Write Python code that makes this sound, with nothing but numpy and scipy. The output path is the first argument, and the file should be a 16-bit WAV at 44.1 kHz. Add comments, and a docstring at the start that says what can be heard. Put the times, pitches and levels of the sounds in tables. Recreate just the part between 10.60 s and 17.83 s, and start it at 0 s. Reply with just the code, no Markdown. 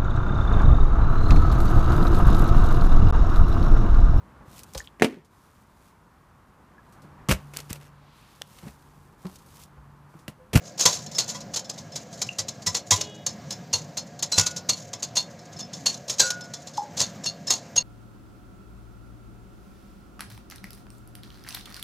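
"""Whisking batter in a glass bowl

A wire whisk beats thin batter in a glass bowl on a stone counter, in a small kitchen with echoes.
Touches are swarms of random ticks through short resonators; glass, wires and counter ring as struck modes.
Air pockets pop as gliding sines; a two-note horn in the street is a sum of harmonics.
Hum and hiss are banded noise with hollow resonances. One microphone feeds both channels."""
import sys
import numpy as np
from scipy import signal
from scipy.fft import rfft, irfft, next_fast_len
from scipy.io import wavfile

SR = 44100
rng = np.random.default_rng(int(sys.argv[2]) if len(sys.argv) > 2 else 0)


def store_wav(level_fs):
    """Save 16-bit WAV to argv[1]."""
    pcm = np.round(np.clip(np.atleast_2d(level_fs), -1, 1) * 32767)
    wavfile.write(sys.argv[1], SR, pcm.T.astype(np.int16))


N = 318710


def from_db(db):
    """Decibels to amplitude gain."""
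    return 10 ** (np.asarray(db) / 20)


def rms_one(x):
    """Scales to unit rms."""
    return x / np.sqrt(np.mean(x ** 2) + 1e-20)


def at_hz(points, hz):
    """Interpolates a dB spectrum on a log-frequency axis."""
    f_hz, level_db = np.transpose(points)
    return np.interp(np.log(hz), np.log(f_hz), level_db)


def drift(rate_hz):
    """Slow random wander of rms 1: two-pole smoothed noise on a grid of 40 samples."""
    step = 40
    r = np.exp(-2 * np.pi * rate_hz * step / SR)
    noise = rng.standard_normal(N // step + 2002)
    slow = signal.lfilter([1], [1, -2 * r, r * r], noise)[2000:]  # settled part
    return np.interp(np.arange(N) / step, np.arange(len(slow)), rms_one(slow))


def ring(clicks, hz, t60_s):
    """Two-pole resonator: a unit click starts a decaying sine of initial height 1."""
    r = from_db(-60 / (t60_s * SR))
    w = 2 * np.pi * hz / SR
    return signal.lfilter([0, np.sin(w)], [1, -2 * r * np.cos(w), r * r], clicks + 1e-18)


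def band(x, low_hz, high_hz):
    """Butterworth band-pass."""
    return signal.sosfilt(signal.butter(2, [low_hz, high_hz], "band", fs=SR, output="sos"), x)


def ticks(per_s, rows):
    """Random ticks of uneven size and sign; rms 1 over all rows."""
    size_db = 1.75 * np.minimum(rng.exponential(1, (rows, N)), 5)
    sizes = from_db(size_db) * rng.choice([-1, 1], (rows, N))
    return rms_one(sizes * (rng.random((rows, N)) < per_s / SR))


def struck(times_s, levels_db, modes, contact_s, spread_db=2):
    """A blow is four contacts, the later ones nominally weaker; each excites each mode by chance."""
    out = np.zeros(N)
    late = rng.random((len(times_s), 4)) * [0, 1, 1, 1]  # share of contact_s
    at = np.minimum((np.asarray(times_s)[:, None] + contact_s * late) * SR, N - 1).astype(int)
    contact_db = levels_db[:, None] - 9 * (late > 0) - 6 * late
    luck = rng.standard_normal((len(times_s), 4, len(modes)))
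    for k, (hz, mode_db, t60_s) in enumerate(modes):
        clicks = np.zeros(N)
        np.add.at(clicks, at, from_db(contact_db + mode_db + spread_db * luck[:, :, k]))
        # subtracting a copy with t60 = contact_s rounds the onset
        out += ring(clicks, hz, t60_s) - ring(clicks, hz, contact_s)
    return out


# hum and hiss spectrum, relative: f/Hz, level/dB per Hz
HISS_SPECTRUM = [(35, -71), (60, -12), (110, 5), (172, 8.5), (411, -12.5), (531, -3.5), (704, -24.5),
                 (890, -9.5), (1330, -19.5), (1680, -13.5), (2810, -24), (6540, -20), (8270, -77),
                 (14900, -33), (16300, -56)]
# resonances in the hiss: f/Hz, width/Hz, level/dB re banded noise
HOLLOWS = [(565, 97, -8.5), (696.6, 65, -8.5), (1646, 67, -21)]
HISS_DB = -44.5  # rms of the banded noise


def hiss():
    """Noise bands wavering together and apart, plus hollow resonances."""
    out, together = np.zeros(N), drift(2.5)
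    edges_hz = np.geomspace(25, 16400, 24)
    white = rng.standard_normal((3, N))
    for k, (low_hz, high_hz) in enumerate(zip(edges_hz, edges_hz[1:])):
        level_db = at_hz(HISS_SPECTRUM, np.sqrt(low_hz * high_hz))
        waver_db = 1.4 * together + 1.6 * drift(10)
        out += from_db(level_db + waver_db) * band(white[k % 2], low_hz, high_hz)
    hollow = np.zeros(N)
    for hz, width_hz, level_db in HOLLOWS:
        resonance = band(white[2], hz - width_hz / 2, hz + width_hz / 2)
        hollow += from_db(level_db) * rms_one(resonance)
    return from_db(HISS_DB) * (rms_one(out) + hollow)


# wires meet the glass: t/s, rattle level/dB, rattle t60/s (before clipping),
# wall ring level/dB, wire ring level/dB
TOUCHES = [(0.0568, -46, 0.36, -63, -60), (0.18, -32.5, .12, -52, -46), (0.197, -23, 0.12, -41, -21),
           (0.2089, -22.5, 0.46, -34, -24), (0.2558, -17.5, 0.33, -35, -15.5),
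           (0.4653, -27, 0.024, -44, -37.5), (0.5167, -39.5, 0.44, -55, -43),
           (0.5487, -44, 0.45, -62, -23.5), (0.5861, -17.5, .13, -19, -36), (0.6809, -29.5, 0.16, -53, -31),
           (0.6933, -23, .08, -55, -48), (0.7492, -36, 0.19, -43, -37), (0.8056, -48, 0.093, -61, -47),
           (0.9403, -19.5, 0.062, -26, -24), (0.9617, -23.5, 0.11, -50, -31),
           (0.9941, -22.5, 0.055, -55, -45), (1.045, -50, 0.41, -65, -36), (1.0974, -25, .06, -61, -42),
           (1.1797, -37.5, 0.13, -51, -60), (1.3209, -49, .36, -62, -37.5), (1.3588, -25, 0.075, -53, -39),
           (1.5309, -38, 0.049, -68, -58), (1.6202, -16.5, 0.057, -56, -30.5),
           (1.7878, -24, 0.11, -52, -35), (1.8861, -21.5, 0.052, -59, -36),
           (2.0233, -38.5, 0.061, -56, -48), (2.0662, -20.5, 0.16, -51, -22),
           (2.1495, -14, 0.099, -23, -28), (2.3106, -13, 0.22, -32, -36), (2.4134, -20.5, 0.053, -30, -41),
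           (2.6663, -23, 0.1, -25, -28.5), (2.9088, -26, .12, -58, -32.5), (3.1330, -21, .17, -15, -32),
           (3.3739, -24.5, 0.11, -32, -28.5), (3.5942, -32.5, 0.045, -39, -39),
           (3.6287, -19.5, 0.092, -33, -33), (3.721, -25.5, 0.26, -38, -38),
           (3.7813, -11.5, 0.15, -44, -20), (3.8661, -17.5, 0.062, -41, -41),
           (3.9654, -25.5, 0.08, -39, -39), (4.0923, -18, 0.16, -15, -42), (4.214, -56, 0.033, -63, -50),
           (4.335, -28, 0.074, -57, -36), (4.4278, -28.5, 0.13, -29, -47), (4.5575, -24, 0.073, -42, -34),
           (4.57, -18.5, .14, -10.5, -37), (4.793, -38, 0.037, -72, -45), (4.9192, -55, 0.042, -70, -55),
           (4.9636, -42.5, 0.087, -50, -38), (4.9921, -32.5, 0.094, -35, -43),
           (5.0045, -35.5, 0.071, -56, -27.5), (5.1337, -35.5, .21, -42, -34.5),
           (5.2614, -21, 0.19, -15, -43), (5.3453, -37.5, 0.076, -46, -62), (5.4829, -36, .36, -34, -52),
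           (5.4994, -13.5, 0.054, -36, -46), (5.587, -32.5, 0.45, -44, -44), (5.5991, -14, 0.21, -37, -40),
           (5.7064, -16.5, 0.047, -53, -46), (5.8127, -29, 0.022, -51, -42), (5.8411, -40.5, 0.1, -63, -83),
           (5.9384, -33.5, .13, -60, -29), (6.0751, -34, 0.073, -53, -58), (6.137, -46, 0.37, -58, -42),
           (6.1739, -38.5, 0.087, -46, -40), (6.3719, -28, 0.29, -32, -32),
           (6.4038, -17.5, 0.065, -42, -36), (6.4153, -16.5, 0.099, -15.5, -35),
           (6.6388, -33.5, 0.22, -52, -30), (6.6628, -27, 0.064, -18, -27), (6.8723, -33, 0.64, -32, -23),
           (6.9052, -18.5, .15, -10.5, -38), (7.1616, -25.5, 0.13, -44, -48),
           (7.1736, -38, 0.16, -11.5, -34)]
# whisk rattle spectrum, relative: f/Hz, level/dB per Hz
RATTLE_SPECTRUM = [(350, -122), (550, -14), (1050, -7.5), (1400, -13), (2000, -20), (2450, -50),
                   (3400, -3.5), (4200, 9), (4800, 8), (5300, 10.5), (6600, 18), (7400, 11.5), (8100, -20),
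                   (9300, -8.5), (10700, -10), (12500, -18.5), (16300, -18.5)]
# wires dragging through the batter: t/s, level/dB before wander
STIR = [(0.0, -45.5), (0.5, -148), (1.39, -61), (2.37, -64), (2.94, -81), (3.62, -70), (3.8, -49),
        (4.13, -67.5), (7.23, -78)]
LANDING_S = .0055  # rise time of a touch's swarm
TILT_AT_0_DB, TILT_PER_DB = -1, 0.1376  # dB/octave; dB/octave per dB: harder touches are brighter
# faint contacts at random times
GRAZES, GRAZE_DB, GRAZE_SPREAD_DB, GRAZE_T60_S = 10, -48, 3.0, .15


def rattle():
    """Touches and drag are tick swarms exciting 64 short whisk modes, each by its own share."""
    pitches_hz = np.geomspace(400, 16000, 64) * from_db(.08 * rng.standard_normal(64))
    t = np.arange(int(.3 * SR)) / SR
    tick = ticks(per_s=5000, rows=3) * from_db(3.2 * drift(80))  # in clumps
    graze = rng.random((GRAZES, 2))

    stir_s, stir_db = np.transpose(STIR)
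    drag_db = np.interp(np.arange(N) / SR, stir_s, stir_db) + 9.6 * drift(16.0)
    drag = np.append(from_db(drag_db), np.zeros(len(t)))  # room for the last tail

    at_s, level_db, t60_s = np.transpose(TOUCHES)[:3]
    at_s = np.append(at_s, LANDING_S + graze[:, 0] * (N / SR - LANDING_S))
    level_db = np.append(level_db, GRAZE_DB + GRAZE_SPREAD_DB * (2 * graze[:, 1] - 1))
    t60_s = np.clip(np.append(t60_s, np.full(GRAZES, GRAZE_T60_S)), .02, .4)[:, None]
    tilt_db = TILT_AT_0_DB + TILT_PER_DB * level_db
    luck = rng.standard_normal((len(at_s), len(pitches_hz)))

    shapes = from_db(-60 * t / t60_s)
    shapes *= 1 - np.exp(-(t / LANDING_S) ** 2)
    shapes *= 1 + 2.5 * np.exp(-t / .005)  # the first wires land hardest
    starts = ((at_s - LANDING_S) * SR).astype(int)

    out, power = np.zeros(N), 0
    for k, hz in enumerate(pitches_hz):
        swarm = drag.copy()
        shares = from_db(level_db + tilt_db * np.log2(hz / 5500) + 1.24 * luck[:, k])
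        for i, share, shape in zip(starts, shares, shapes):
            swarm[i:i + len(t)] += share * shape[:len(swarm) - i]
        ring_s = min(120 / hz, .07)  # t60 of 120 cycles, fewer in the bass
        gain = from_db(at_hz(RATTLE_SPECTRUM, hz)) * np.sqrt(hz / ring_s)
        out += gain * ring(swarm[:N] * tick[k % 3], hz, ring_s)
        power += gain ** 2 * ring_s * SR / (4 * np.log(1000))  # energy of a decaying sine
    return band(out, 350, 17000) / np.sqrt(power)


# rim struck above the batter: t/s, low ring level/dB, high ring level/dB
RIM_HITS = [(0.1994, -53.5, -31), (0.5826, -53.5, -36), (0.7026, -54, -56), (0.9394, -59, -46),
            (3.7225, -44, -17.5), (3.7753, -37.5, -51), (5.5937, -40, -19), (5.6344, -31, -24.5)]
# bowl knocks on the counter: t/s, bowl level/dB, counter thump level/dB
KNOCKS = [(0.254, -20, -24), (0.586, -47, -68), (0.748, -38, -58), (0.938, -56, -42), (1.62, -57, -57),
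          (1.789, -38.5, -34.5), (2.071, -32.5, -27), (2.147, -34, -59), (2.318, -24, -22.5),
          (2.418, -46, -63), (2.667, -53, -66), (3.136, -34, -36.5), (3.37, -62, -43), (3.779, -27, -17.5),
          (4.087, -51, -38), (4.333, -41, -62), (4.566, -34, -63), (5.256, -50, -55), (5.6, -52, -36.5),
          (6.406, -39, -42), (6.9, -37, -37), (7.171, -41.5, -40)]
# modes of glass wall, whisk wires, bowl base, stone counter, rim low and high: f/Hz, level/dB, t60/s
WALL_MODES = [(2780, -15, .09), (3600, -15, .07), (4180, -9, .08), (4260, -5, .09), (4365, -2, .09),
              (4460, -8, .07), (4570, -12, .06), (6400, -5, .05), (6480, -5, .06), (6590, -2, .07),
              (8750, -22, .05), (10800, -20, .05)]
WIRE_MODES = [(1750, -20, .08), (3500, -11, .09), (5250, 0, .09), (5390, -6, .08), (5850, -12, .07),
              (7050, -11, .06)]
BASE_MODES = [(492, -4, .11), (820, -9, .07), (1000, 0, .1), (1130, -5, .08), (1970, -3, .09),
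              (2150, -7, .07), (2600, -10, .08), (3290, -2, .1), (3700, -9, .08)]
COUNTER_MODES = [(102, 0.5, 0.16), (161.6, -3.5, 0.13), (280, -15, 0.036)]
RIM_LOW_MODES = [(530, -5, .3), (1452, 0, .6), (2622, -2, .35)]
RIM_HIGH_MODES = [(4090, 0, .12), (4590, -6, .12), (5825, -2, .13), (7850, -2, .1)]


def glass_and_wires():
    """Struck modes of glass, wires and counter ring after touches, rim hits and knocks."""
    touch, rim, knock = np.transpose(TOUCHES), np.transpose(RIM_HITS), np.transpose(KNOCKS)
    wall = struck(touch[0], touch[3], WALL_MODES, contact_s=0.026, spread_db=4.0)
    wires = struck(touch[0], touch[4], WIRE_MODES, contact_s=0.025, spread_db=3.0)
    rim_low = struck(rim[0], rim[1], RIM_LOW_MODES, contact_s=0.0022)
    rim_high = struck(rim[0], rim[2], RIM_HIGH_MODES, contact_s=0.0092)
    base = struck(knock[0], knock[1], BASE_MODES, contact_s=.008, spread_db=3)
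    counter = struck(knock[0], knock[2], COUNTER_MODES, contact_s=.012, spread_db=1.5)
    # the high rings of glass and wires flutter irregularly in loudness
    glass_flutter, wire_flutter = from_db(4 * drift(55)), from_db(4 * drift(55))
    high_glass = glass_flutter * (wall + rim_high)
    return high_glass + wire_flutter * wires + rim_low + base + counter


# air pockets pop in the batter: t/s, level/dB, settled f/Hz, t60/s, initial pitch offset/share of f
POPS = [(1.690, -11, 2820, 0.016, -0.038), (5.601, -25.5, 1574, 0.27, 0.1), (6.179, -15, 805, 0.083, 0.2),
        (6.219, -25.5, 830, 0.12, 0.055)]


def pops():
    """An air pocket rings briefly while its pitch settles."""
    out, t = np.zeros(N), np.arange(int(.3 * SR)) / SR
    for at_s, level_db, hz, t60_s, offset in POPS:
        pitch_hz = hz * (1 + offset * np.exp(-t / .005))
        shape = (1 - np.exp(-t / .0015)) * from_db(level_db - 60 * t / t60_s)
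        i = int(at_s * SR)
        out[i:i + len(t)] += shape * np.sin(2 * np.pi * np.cumsum(pitch_hz) / SR)
    return out


# two horn notes: f/Hz, level/dB, slope/dB per harmonic number
HORN_PITCHES = [(417, 0, 0), (318, -1, -1.2)]
# horn spectrum: f/Hz, level/dB
HORN_COLOUR = [(300, 2), (430, -0.5), (840, -6.5), (1250, -26), (1700, -15), (2500, -15), (2920, 0),
               (3340, -1.5), (3760, -3), (4200, -22)]
HORN_AT_S, HORN_END_S, HORN_EDGE_S = 2.37, 2.65, 0.015
HORN_START_DB, HORN_FADE_DB_PER_S, HORN_WAVER_DB = -44, 53, 2.5


def horn():
    """Two fading harmonic notes; each harmonic wavers on its way through the street and the window."""
    t = np.arange(N) / SR
    rise = np.clip((t - HORN_AT_S) / HORN_EDGE_S, 0, 1)
    fall = np.clip((HORN_END_S - t) / HORN_EDGE_S, 0, 1)
    tones = np.zeros(N)
    for hz, note_db, slope_db in HORN_PITCHES:
        for k in range(1, int(4200 / hz)):
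            level_db = note_db + slope_db * k + at_hz(HORN_COLOUR, k * hz)
            gain = from_db(level_db + HORN_WAVER_DB * drift(14))
            tones += gain * np.sin(2 * np.pi * (k * hz * t + rng.random()))
    fade_db = HORN_START_DB - HORN_FADE_DB_PER_S * np.maximum(t - HORN_AT_S, 0)
    return from_db(fade_db) * rise * fall * tones


KITCHEN_T60_S, KITCHEN_DB, ECHO_LOWPASS_HZ = 0.36, -17, 2680  # t60 in the bass; treble dies faster


def kitchen(x):
    """Ten parallel feedback delays, duller on every round."""
    size = next_fast_len(N + SR)
    w = 2 * np.pi * np.arange(size // 2 + 1) / size
    dull = 1 / (1 + 1j * w * SR / (2 * np.pi * ECHO_LOWPASS_HZ))
    echoes = 0
    for k, lag_s in enumerate(np.geomspace(.011, .037, 10)):
        delay = np.exp(-1j * w * round(lag_s * SR))
        loop = dull * from_db(-60 * lag_s / KITCHEN_T60_S) * delay
        echoes = echoes + (-1) ** k * loop / (1 - loop)
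    return irfft(rfft(x, size) * echoes, size)[:N]


def scene():
    """Bowl with kitchen echoes, horn and hiss, the same in both channels."""
    bowl = rattle() + glass_and_wires() + pops()
    mono = bowl + from_db(KITCHEN_DB) * kitchen(bowl) + horn() + hiss()
    return np.array([mono, mono])


MICROPHONE_LOW_HZ, STOPBAND_HZ = 69.4, 16700


def record(dry):
    """The microphone drops the deepest bass, the highest peaks are rounded, the top is cut."""
    highpass = signal.butter(2, MICROPHONE_LOW_HZ, "high", fs=SR, output="sos")
    thin = signal.sosfilt(highpass, dry)
    rounded = thin / (1 + np.abs(thin / .88) ** 6) ** (1 / 6)
    lowpass = signal.cheby2(14, 90, STOPBAND_HZ, fs=SR, output="sos")  # 90 dB down
    return signal.sosfilt(lowpass, rounded)


dry = scene()
out = record(dry)
store_wav(out)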